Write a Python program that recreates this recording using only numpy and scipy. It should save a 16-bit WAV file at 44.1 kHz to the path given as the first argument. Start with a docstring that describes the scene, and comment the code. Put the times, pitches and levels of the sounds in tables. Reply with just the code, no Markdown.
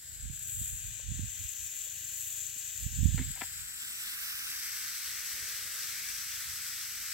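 """Juice sizzles and steam hisses from a leak in stuffed green bamboo tubes, roasting over a wood fire outdoors.
The hand-held two-port microphone moves in close after three seconds, as a shoe scuffs and thuds on dirt.
Gusts buffet its right port, logs pop softly, flames rush and an engine chugs far away.
Hiss and rush are shaped noise, the gusts slow noise and single swings, the knocks and engine struck resonances,
and the pops, thuds and one far tone are shaped sines."""
import sys
import numpy as np
from scipy import signal
from scipy.fft import rfft, irfft
from scipy.io import wavfile
from scipy.ndimage import uniform_filter1d

SR = 44100
rng = np.random.default_rng(int(sys.argv[2]) if len(sys.argv) > 2 else 0)


def file_out(sig):
    """Save sig as 16-bit WAV at sys.argv[1]."""
    # one column per channel
    cols = np.atleast_2d(sig).T
    # limit, then scale
    lim = np.clip(cols, -1, 1)
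    pcm = np.round(lim * 32767).astype(np.int16)
    wavfile.write(sys.argv[1], SR, pcm)


N = 314433
TIME = np.arange(N) / SR  # s
FRAME = 512  # samples per spectral frame of the hiss
PORT_GAP_M, SOUND_M_S = .14, 343

# In all tables the half length or width of a hump is where it has fallen to 1/e.

# place between two hiss colours, 0 as from a step away, 1 as close by; the opening, from higher
# and farther off, has a mixed colour: (time [s], closeness of colour [0-1])
CLOSENESS = [(0, .46), (.45, .11), (1.2, .06), (1.5, .01), (3.05, .01), (3.3, .45), (3.65, .6), (4, .73),
             (4.35, .87), (4.75, .97), (5.4, 1), (7.13, .98)]
# the tubes lie to the right as the microphone swings past: (time [s], bearing [degrees])
BEARING = [(0, 7.5), (.7, 6), (1.2, 4), (1.8, .5), (3.1, 0), (3.3, 9), (3.6, 14), (3.85, 24), (4.05, 25),
           (4.42, 23), (4.58, 11), (4.85, 6), (5.3, 1.5), (7.13, 2)]

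# how strongly the juice sizzles: (time [s], relative level [dB])
SIZZLE = [(0, -10.5), (.15, -8), (.6, -2.5), (1.05, -2.5), (1.6, -.5), (3.15, -0.2), (3.35, -2.5),
          (3.75, -2.5), (4.15, 0), (7.13, -1)]
# basic hiss at each port, gliding with closeness:
# (far frequency [Hz], far density [dB per Hz], near frequency [Hz], near density [dB per Hz])
HISS_LEFT = [(900, -103.5, 850, -102), (1250, -100, 1250, -81), (1570, -84.5, 1550, -75.7),
             (1780, -87.5, 2200, -77.3), (2130, -97.5, 3100, -84.5), (2360, -86.3, 3800, -80),
             (3400, -85.5, 5100, -74.6), (4650, -89.8, 5900, -72.2), (5050, -92, 7150, -79),
             (6100, -76.5, 7550, -75.3), (7550, -66.6, 7950, -72), (8700, -88.5, 8900, -83),
             (11000, -94.9, 10600, -97.2), (12500, -80.4, 12800, -78.5), (14400, -87.7, 14700, -87.3),
             (15800, -85.6, 15800, -81.2)]
HISS_RIGHT = [(900, -103.8, 900, -101.9), (1330, -105.9, 1150, -97), (1850, -86, 1430, -85.3),
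              (2450, -83.2, 2100, -81.8), (3600, -85.7, 3500, -81.7), (4400, -87.2, 4400, -82),
              (6400, -89, 6400, -81.8), (7700, -82.3, 7700, -80.5), (9400, -89.3, 9000, -81.1),
              (12000, -80.9, 12000, -78.4), (14000, -82.6, 14000, -79.2), (15800, -81.5, 15800, -82.3)]
# how alike the ports hear the hiss:
# (frequency [Hz], far likeness [0-1], near likeness [0-1], far lag of the left port [radians])
LIKENESS = [(1000, .6, .68, 0), (1380, .2, .7, .9), (1650, .65, .65, 1.1), (2000, .5, .62, 1.4),
            (2150, .2, .6, .6), (2450, .6, .68, 0), (3150, .68, .95, 0), (3550, .68, .78, 0),
            (3950, .68, .42, 0), (4400, .55, .28, .6), (4900, .4, .18, .5), (5100, .1, .17, -1.2),
            (5400, .4, .15, -1.7), (5800, .35, .12, -1.2), (6250, .4, .1, 1.2), (7500, .6, .1, 1.1),
            (9000, .25, .05, 1), (12000, .05, 0, 0)]
# the leak spurts or chokes for a moment:
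# (time [s], half length [s], steam jet [dB], fine spray [dB], spray left minus right [dB])
SURGES = [(0.08, 0.14, 1.5, 0, -4), (0.28, 0.073, 0.5, -3.5, 2), (0.575, 0.24, 6, 3.5, -8),
          (1.104, 0.208, 2.5, -6.5, 0), (2.242, 0.1, 0, 5.5, 1), (3.11, 0.19, 0.2, -4.5, 2),
          (4.278, 0.28, -9.5, 3.5, 0.5)]
# pitch of the jet from a step away, its width, and the pitch above which the spray sounds
JET_FAR_HZ, JET_WIDTH_HZ, SPRAY_HZ = 7650, 800, 8800
# the jet blows a beam that the microphone crosses halfway in; place and width in closeness
BEAM_DB, BEAM_AT, BEAM_WIDTH = 4, 0.52, 0.37
SPRAY_FAR_DB, SPRAY_NEAR_DB, SPRAY_PAN_DB = -0.5, 0.75, 0.3
# colour of hiss arriving fully from the side: (frequency [Hz], left [dB], right [dB])
SIDE_ON = [(1000, 6, 3), (1350, 6.5, 3), (2060, 2.5, -3.5), (2620, 10, 6.5), (3430, 5.5, 5),
           (4600, -7.5, 1), (4960, -5, 3.5), (5700, -1, 4.5), (7440, -2, -0.5), (9500, 5.5, 1),
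           (11000, 1.5, -1), (12860, -13, -2), (14530, 6, 3), (15700, -4, -15)]
SIDE_ON_DEGREES = 26.3
# an echo hollows one band at the left port, higher and wider from close by, once the bearing turns off ahead
LEFT_DIP_FAR_HZ, LEFT_DIP_NEAR_HZ = 5050, 7150
LEFT_DIP_FAR_WIDTH_HZ, LEFT_DIP_NEAR_WIDTH_HZ = 220, 400
LEFT_DIP_DB, LEFT_DIP_DEGREES = -5, 4.5
# a wider hollow at the right port slides with bearing:
# (frequency straight ahead [Hz], slide [Hz per degree], width [Hz], far level [dB])
RIGHT_DIP = (5948, -150, 902, -5.5)
# echoes off the hearth notch the right port: (frequency [Hz], width [Hz], far level [dB])
RIGHT_NOTCHES = [(1370, 110, -5), (2210, 110, -10), (2680, 120, -4.5), (3170, 120, -2), (4100, 110, -5),
                 (6150, 200, -2.5)]
# humps and hollows slide through the hiss, most of them while the microphone moves:
# (time [s], half length [s], frequency at that time [Hz], width [Hz], left [dB], right [dB])
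SWEEPS = [(.07, .1, 1940, 170, 3.5, 6), (.07, .12, 2380, 300, 0, -7), (.3, .2, 1650, 170, 4, 0),
          (.3, .14, 1980, 150, -3, -5), (.28, .17, 2300, 200, 9, 3), (.12, .35, 3200, 700, -3, -1.5),
          (.15, .3, 5700, 1100, 1.5, 5), (.55, .55, 9900, 1000, 4.5, 3.5), (.55, .6, 12400, 900, -5, 0),
          (.6, .7, 14800, 700, 0, -6), (.95, .5, 5230, 200, -5, -2), (3.65, .35, 3800, 1200, -3, -1),
          (5.42, .25, 1850, 250, 2, 2), (6.03, .13, 2250, 300, 3, 3)]
SWEEP_OCTAVES_PER_S = -0.092

# gusts on the right port: (start [s], hold [s], level [dB])
GUSTS = [(0.097, 1.1, -51.5), (0.24, 0.073, -36.5), (0.572, 0.05, -38.5), (0.732, 0.014, -39.5),
         (.85, 0.028, -40), (1.09, .035, -32.5), (1.182, 0.069, -34.5), (1.414, 0.036, -40.5),
         (1.62, 0.021, -47), (2.83, 0.04, -36.5), (2.927, .04, -36), (3.005, 0.078, -23.5),
         (3.135, 0.071, -29.5), (3.25, 0.058, -35.5), (3.468, 0.037, -51), (3.591, .06, -50),
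         (5.095, 0.017, -55), (5.635, 0.017, -56), (6.487, 0.073, -53.5)]
GUST_RISE_DB_PER_S, GUST_FALL_DB_PER_S, BREEZE_DB = 279, 253, -76
# spectral shape of turbulence at the port: (frequency [Hz], relative density [dB])
TURBULENCE = [(25, -47), (42, 4), (65, 0), (100, -0.5), (150, -13), (240, -19.5), (350, -37), (520, -51.5),
              (900, -73), (2000, -89.5)]
# single eddies that strike the port: (time [s], approximate peak [dB], pitch [Hz])
EDDIES = [(0.256, -41, 102), (0.3, -31.5, 96), (0.617, -33, 94), (0.734, -49, 84), (1.12, -26.5, 84),
          (1.195, -26.5, 111), (2.866, -23.5, 74), (2.99, -19.5, 75), (3.033, -20.5, 85), (3.058, -12, 91),
          (3.147, -16.5, 85), (3.216, -28, 125), (3.305, -35, 92.2), (3.49, -50, 70.1), (3.62, -50, 68.7),
          (5.342, -49, 60), (5.428, -43.5, 59.7), (6.481, -49, 59.8)]

# a shoe scrapes gritty dirt, before the ground rings:
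# (time [s], level [dB], 60 dB decay [s], lowest pitch woken [Hz], left minus right [dB])
STEPS = [(3.178, -33, .07, 1100, -1), (3.19, -37, .04, 1100, -1), (3.211, -39, .14, 1400, 1),
         (3.359, -44, .1, 620, 4.5), (3.372, -44.5, .05, 620, 4), (3.4095, -35.5, .06, 580, 9),
         (3.421, -37.5, .08, 580, 5), (3.433, -37.5, .055, 750, 5)]
# the shoe strikes hard spots: (time [s], strength [dB], lowest pitch woken [Hz], left minus right [dB])
KNOCKS = [(3.179, -17, 1100, -1), (3.191, -16, 1100, 0), (3.222, -23, 1400, 1), (3.363, -28, 620, 5),
          (3.374, -25, 620, 4), (3.411, -18, 580, 11), (3.4152, -11.5, 580, 9), (3.4182, -5, 580, 9),
          (3.43, -22, 580, 6), (3.438, -18, 750, 5)]
# ringing of ground and sole: (frequency [Hz], width [Hz], gain [dB])
DIRT = [(790, 70, 8), (965, 70, 4), (1345, 130, -1), (1720, 340, 2), (2080, 360, 2), (3150, 250, -5)]
# the weight coming down:
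# (time [s], level before the onset is softened [dB], pitch [Hz], 60 dB decay [s], left minus right [dB])
THUDS = [(3.177, -49.5, 469, 0.14, 2), (3.177, -40, 260, 0.081, 2), (3.196, -32.5, 253, 0.12, 2),
         (3.419, -55, 468, 0.037, 1), (3.42, -36, 251, 0.025, 2.5)]

# soft pops in the logs: (time [s], level before the onset is softened [dB], pitch [Hz])
POPS = [(.996, -51.5, 550), (1.869, -54.5, 565), (2.56, -51, 250)]
# what a log rings with: (multiple of the pitch, relative level [dB])
LOG_MODES = [(1, 0), (1.45, -9), (1.8, -7)]
POP_T60_S = .026

# the distant engine labours and eases off: (time [s], level [dB], firings per second [Hz])
ENGINE = [(0, -63.5, 26.3), (.45, -57.5, 28), (.85, -57, 28.5), (1, -63, 25), (1.25, -60, 22.7),
          (1.6, -75, 22.4), (2, -63, 26), (2.25, -64, 27.7), (2.7, -66.5, 25.6), (3.4, -62, 27),
          (4.1, -77, 24.4), (4.5, -71, 27.5), (5, -75, 22.6), (5.8, -69.5, 22.8), (6.35, -65.5, 25.8),
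          (7.13, -71.5, 25.3)]
# its exhaust resonances: (frequency [Hz], width [Hz], gain [dB])
EXHAUST = [(76.4, 42, 11.5), (124, 21, 3)]
FIRING_SCATTER_DB = 1.2
# a faint low tone far away: (time [s], half length [s], frequency [Hz], peak level [dB])
FAR_TONE = (4.49, .13, 287.5, -69)

# basic spectrum of open air and flames: (frequency [Hz], density [dB per Hz])
AIR = [(20, -100), (45, -79.5), (80, -85.5), (150, -91), (270, -92), (380, -101), (520, -101), (800, -104),
       (1400, -114), (4000, -135)]
# offsets of that rush at closeness 0 and 1
RUSH_FAR_DB, RUSH_NEAR_DB = -5, -3
# the flames flare up once with a hollow rush:
# (time [s], half length [s], frequency [Hz], width [Hz], level [dB])
FLARE = (5.5, 0.42, 500, 220, -71.5)

LOW_CUT_HZ, TOP_HZ = 45, 15850


def hiss(sputter_db=0.38, surge_db=0.5, jet_sputter_db=1.4, jet_surge_db=0.3, jet_rise_hz=250, jet_right=0.98):
    """Sizzling juice and a sputtering steam jet, coloured by the way to each port."""
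    f, t, grains = signal.stft(np.array([boiling() for _ in range(3)]), SR, nperseg=FRAME)
    f = np.maximum(f, 1)
    f_column = f[:, None]
    near, = curves(CLOSENESS, t)
    level_db, = curves(SIZZLE, t)
    bearing, = curves(BEARING, t)
    jet_db, spray_db, spray_pan_db = leak(t, near)
    left, right = port_grains(grains, f, near, bearing)

    # the jet sounds a little higher from close by
    jet = bump(f_column, JET_FAR_HZ + jet_rise_hz * near, JET_WIDTH_HZ)
    spray = 1 / (1 + (SPRAY_HZ / f_column) ** 6)
    # droplets keep choking the jet; close by, many other wet spots even it out
    choke_db = np.interp(t, TIME, jet_sputter_db * walk(110) + jet_surge_db * walk(25.0))
    choke_db = choke_db * (1 - .5 * near)
    spots_db = wet_spots(f_column, t)
    path_dbs = np.add(side_on(f, bearing), reflections(f, near, bearing)) + sweeps(f, t)

    # the right port loses the jet's changes in level as closeness grows
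    ports = [(left, HISS_LEFT, .5, 1), (right, HISS_RIGHT, -.5, jet_right * (1 - near))]
    out = []
    for (grain, table, side, facing), path_db in zip(ports, path_dbs):
        db = hiss_spectrum(table, f, near) + path_db + level_db + spots_db
        db = db + jet * (facing * jet_db + choke_db)
        db = db + spray * (spray_db + side * spray_pan_db + .5 * choke_db)
        out.append(signal.istft(grain * amp(db), SR, nperseg=FRAME)[1][:N])
    sputter = amp(sputter_db * walk(250) + surge_db * walk(24.98))
    return np.array(out) * np.sqrt(SR / 2) * sputter


def boiling(rate=2500, grain_db=-9, scatter_db=4.0):
    """Rushing vapour with countless tiny bubbles bursting at random (rate per s); flat spectrum, rms 1."""
    bursting = rng.random(N) < rate / SR
    strength_db = scatter_db * np.minimum(rng.exponential(size=N), 5)
    bursts = bursting * rng.choice([-1, 1], N) * amp(strength_db)
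    return unit(rng.standard_normal(N) + amp(grain_db) * unit(bursts))


def leak(t, near):
    """Level of the steam jet, level of the spray and its left minus right, in dB, as the leak spurts."""
    jet_db = BEAM_DB * np.exp(-((near - BEAM_AT) / BEAM_WIDTH) ** 4)
    spray_db = SPRAY_FAR_DB + near * (SPRAY_NEAR_DB - SPRAY_FAR_DB)
    surges = sum(np.outer(dbs, bump(t, s, length)) for s, length, *dbs in SURGES)
    return jet_db + surges[0], spray_db + surges[1], SPRAY_PAN_DB + surges[2]


def port_grains(grains, f, near, bearing):
    """Likeness of the ports varies with pitch and closeness; the farther port hears the hiss later."""
    far_likeness, near_likeness, far_lag = curves(LIKENESS, f)
    away = (1 - near) ** 2
    likeness = np.outer(far_likeness, away) + np.outer(near_likeness, 1 - away)
    left, right = two_ports(grains, likeness)
    delay = PORT_GAP_M / SOUND_M_S * np.sin(np.radians(bearing))  # s
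    lag = 2 * np.pi * np.outer(f, delay) + np.outer(far_lag, away)  # radians
    return left * np.exp(-1j * lag), right


def wet_spots(f_column, t, flicker_db=1.06, width=0.077):
    """Wet spots of different pitch flare up and dry out on their own; returns dB."""
    return sum(flicker_db * np.interp(t, TIME, walk(14)) * bump(np.log(f_column / hz), 0, width)
               for hz in np.geomspace(1400, 6000, num=9))


def hiss_spectrum(table, f, near, bass_slope_db=22):
    """Basic hiss at a port in dB per Hz, its humps gliding with closeness; falls per decade below the table."""
    far_points, near_points = np.array(table)[:, :2], np.array(table)[:, 2:]
    frames = []
    for n in near:
        hz, db = (far_points + n * (near_points - far_points)).T
        bass_db = bass_slope_db * np.minimum(np.log10(f / hz[0]), 0)
        frames.append(np.interp(np.log(f), np.log(hz), db) + bass_db)
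    return np.transpose(frames)


def side_on(f, bearing):
    """Colour in dB at each port, growing as the microphone turns away from the tubes."""
    hz, *ports = np.transpose(SIDE_ON)
    turned = 1 - bump(bearing, 0, SIDE_ON_DEGREES)
    return [np.outer(np.interp(np.log(f), np.log(hz), db), turned) for db in ports]


def reflections(f, near, bearing):
    """Dips in dB that echoes off the hearth cut into the hiss at each port."""
    f = f[:, None]
    turned = 1 - bump(bearing, 0, LEFT_DIP_DEGREES)
    left_hz = LEFT_DIP_FAR_HZ + near * (LEFT_DIP_NEAR_HZ - LEFT_DIP_FAR_HZ)
    left_width = LEFT_DIP_FAR_WIDTH_HZ + near * (LEFT_DIP_NEAR_WIDTH_HZ - LEFT_DIP_FAR_WIDTH_HZ)
    left = LEFT_DIP_DB * turned * bump(f, left_hz, left_width)
    ahead_hz, hz_per_degree, width, right_db = RIGHT_DIP
    hollow = right_db * bump(f, ahead_hz + hz_per_degree * bearing, width)
    notches = sum(db * bump(f, hz, notch_width) for hz, notch_width, db in RIGHT_NOTCHES)
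    return left, (hollow + notches) * (1 - near) ** 2


def sweeps(f, t):
    """Passing colour in dB at each port; every band sinks slowly in pitch."""
    total = 0
    for s, length, hz, width, *dbs in SWEEPS:
        band_hz = hz * 2 ** (SWEEP_OCTAVES_PER_S * (t - s))
        band = bump(t, s, length) * bump(f[:, None], band_hz, width)
        total = total + np.multiply.outer(dbs, band)
    return total


def wind(split_hz=160, calm_db=-9, gust_db=1, left_db=-38):
    """Turbulence on the right port, faint on the left; stronger gusts shed smaller, higher eddies."""
    level_db = gusts()
    swirl = unit(colour(rng.standard_normal(N), TURBULENCE))
    # even out the swirl so that the gust sets its strength
    swirl = swirl / np.sqrt(uniform_filter1d(swirl ** 2, SR // 20) + 0.02)
    # filtering forwards and backwards keeps the large eddies in step with the rest
    large = cut(cut(swirl, split_hz, "low")[::-1], split_hz, "low")[::-1]
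    small = swirl - large
    calm = np.clip((level_db.max() - level_db) / 20, 0, 2)
    flow = (large + amp(calm_db * calm) * small) * amp(level_db + gust_db * walk(27.15))
    for s, db, hz in EDDIES:
        # a passing eddy swings the pressure down, then up
        turn = 2 * np.pi * hz * (TIME - s)
        flow = flow + amp(db) * 2 * turn / (1 + turn ** 2 / 7) ** 5
    return np.array([amp(left_db) * flow, flow])


def gusts():
    """Strength of the wind in dB: each gust rises, holds and dies away over a faint breeze."""
    power = amp(BREEZE_DB) ** 2
    for s, hold, db in GUSTS:
        early, late = np.maximum(s - TIME, 0), np.maximum(TIME - s - hold, 0)
        drop_db = np.minimum(GUST_RISE_DB_PER_S * early + GUST_FALL_DB_PER_S * late, 120)
        power = power + amp(db - drop_db) ** 2
    return 10 * np.log10(power)


def footfall(grit_top_hz=3400, likeness=0.97, tick_db=-37, grain_rate=900):
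    """A shoe scrapes and knocks on grit, ringing ground and sole, while its weight lands in dull thuds."""
    noises = [boiling(grain_rate, grain_db=1, scatter_db=2.5) for _ in range(3)]
    grit = two_ports(np.array(noises), likeness)
    knocks = [(amp(db) * pan(pan_db) * signal.unit_impulse(N, int(s * SR)), hz)
              for s, db, hz, pan_db in KNOCKS]
    scrapes = [(amp(db) * pan(pan_db) * fade(s, t60) * grit, hz) for s, db, t60, hz, pan_db in STEPS]
    # a light touch wakes only the upper resonances; the tiny offset keeps the filter off exact silence
    crunch = sum(cut(push + 1e-18, hz, "high", order=3) for push, hz in knocks + scrapes)
    ticks = amp(tick_db) * sum(push for push, hz in knocks)
    out = cut(ring(crunch, DIRT), grit_top_hz, "low", order=4) + ticks
    for s, db, hz, t60, pan_db in THUDS:
        # the soil gives way more slowly than the grit on top of it
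        swell = cut(fade(s, t60), 250, "low")
        out = out + amp(db) * pan(pan_db) * swell * np.sin(2 * np.pi * hz * (TIME - s))
    return out


def pops():
    """Gas pockets burst deep in the logs and ring the wood briefly; the deeper the pitch, the softer the onset."""
    out = np.zeros(N)
    for s, db, hz in POPS:
        burst = amp(db) * cut(fade(s, POP_T60_S), hz / 2, "low")
        for multiple, mode_db in LOG_MODES:
            out = out + burst * amp(mode_db) * np.sin(2 * np.pi * multiple * hz * (TIME - s))
    return out


def engine(top_hz=146, low_hz=58, pan_db=3.5):
    """Regular firings of wandering strength ring an exhaust; only the bass carries this far."""
    level_db, firing_hz = curves(ENGINE, TIME)
    # one impulse each time the running count of firings passes a whole number
    firings = np.diff(np.floor(np.cumsum(firing_hz) / SR), prepend=0)
    firings = firings * amp(FIRING_SCATTER_DB * walk(30))
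    bass = cut(ring(firings, EXHAUST), top_hz, "low", order=12)
    chug = unit(cut(bass, low_hz, "high"))
    return chug * amp(level_db) * pan(pan_db)


def far_tone():
    """One soft tone of steady pitch swells and fades in the distance."""
    s, length, hz, db = FAR_TONE
    return amp(db) * bump(TIME, s, length) * np.sin(2 * np.pi * hz * TIME)


def air(likeness=0.45, pan_db=3, swell_db=1):
    """The soft noise of flames and open air, rising with closeness, with one resonant flare."""
    noise = two_ports(rng.standard_normal((3, N)), likeness)
    near, = curves(CLOSENESS, TIME)
    rush = colour(noise, AIR) * amp(RUSH_FAR_DB + near * (RUSH_NEAR_DB - RUSH_FAR_DB))
    s, length, hz, width, flare_db = FLARE
    flare = amp(flare_db) * bump(TIME, s, length) * unit(ring(noise, [(hz, width, 0)]))
    return (rush + flare) * pan(pan_db) * amp(swell_db * walk(9.6))


def amp(db):
    """Decibels to gain."""
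    return 10 ** (np.asarray(db) / 20)


def unit(x):
    """Scale to rms 1."""
    return x / np.sqrt(np.mean(x ** 2))


def curves(table, x):
    """The later columns of a table, read at values x of its first column."""
    points, *columns = np.transpose(table)
    return [np.interp(x, points, c) for c in columns]


def bump(x, centre, width):
    """A smooth hump of height 1."""
    return np.exp(-((x - centre) / width) ** 2)


def walk(rate):
    """Smooth random wander with spread 1, heading for a new value rate times per s."""
    k = max(int(SR / rate), 2)
    steps = np.repeat(rng.standard_normal(N // k + 1), k)
    return unit(uniform_filter1d(steps, k)[:N])


def fade(start, t60):
    """Envelope of a blow: sudden rise, exponential fall by 60 dB in t60 seconds."""
    age = TIME - start
    return (age >= 0) * np.exp(-np.log(1000) * np.maximum(age, 0) / t60)


def pan(db):
    """Gains of the two ports for a left minus right level."""
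    return amp(np.array([[db], [-db]]) / 2)


def two_ports(noises, likeness):
    """Mix one shared and two separate noises to a left-right pair."""
    likeness = np.clip(likeness, 0, 1)
    return np.sqrt(likeness) * noises[0] + np.sqrt(1 - likeness) * noises[1:]


def colour(noise, points):
    """Give white noise a spectrum of (frequency [Hz], density [dB per Hz]) points."""
    f = np.maximum(np.fft.rfftfreq(N, 1 / SR), 1)
    hz, db = np.transpose(points)
    gain = amp(np.interp(np.log(f), np.log(hz), db))
    return irfft(rfft(noise) * gain, N) * np.sqrt(SR / 2)


def ring(x, modes):
    """Sum of resonances (frequency [Hz], width [Hz], gain [dB])."""
    return sum(amp(db) * signal.lfilter(*signal.iirpeak(hz, hz / width, fs=SR), x) for hz, width, db in modes)


def cut(x, hz, kind, order=2):
    """Low-pass or high-pass."""
    return signal.sosfilt(signal.butter(order, hz, kind, fs=SR, output="sos"), x)


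def scene():
    """All sounds together: hiss, wind, footfall, pops, engine, far tone, flames and air."""
    return hiss() + wind() + footfall() + pops() + engine() + far_tone() + air()


def record(dry):
    """The microphone chain rolls off the deepest rumble and cuts the top steeply."""
    f = np.fft.rfftfreq(N, 1 / SR)
    top = np.clip((TOP_HZ - f) / 200 + .5, 0, 1)
    bottom = 1 / np.sqrt(1 + (LOW_CUT_HZ / np.maximum(f, 1)) ** 8)
    return irfft(rfft(dry) * top * bottom, N)


dry = scene()
out = record(dry)
file_out(out)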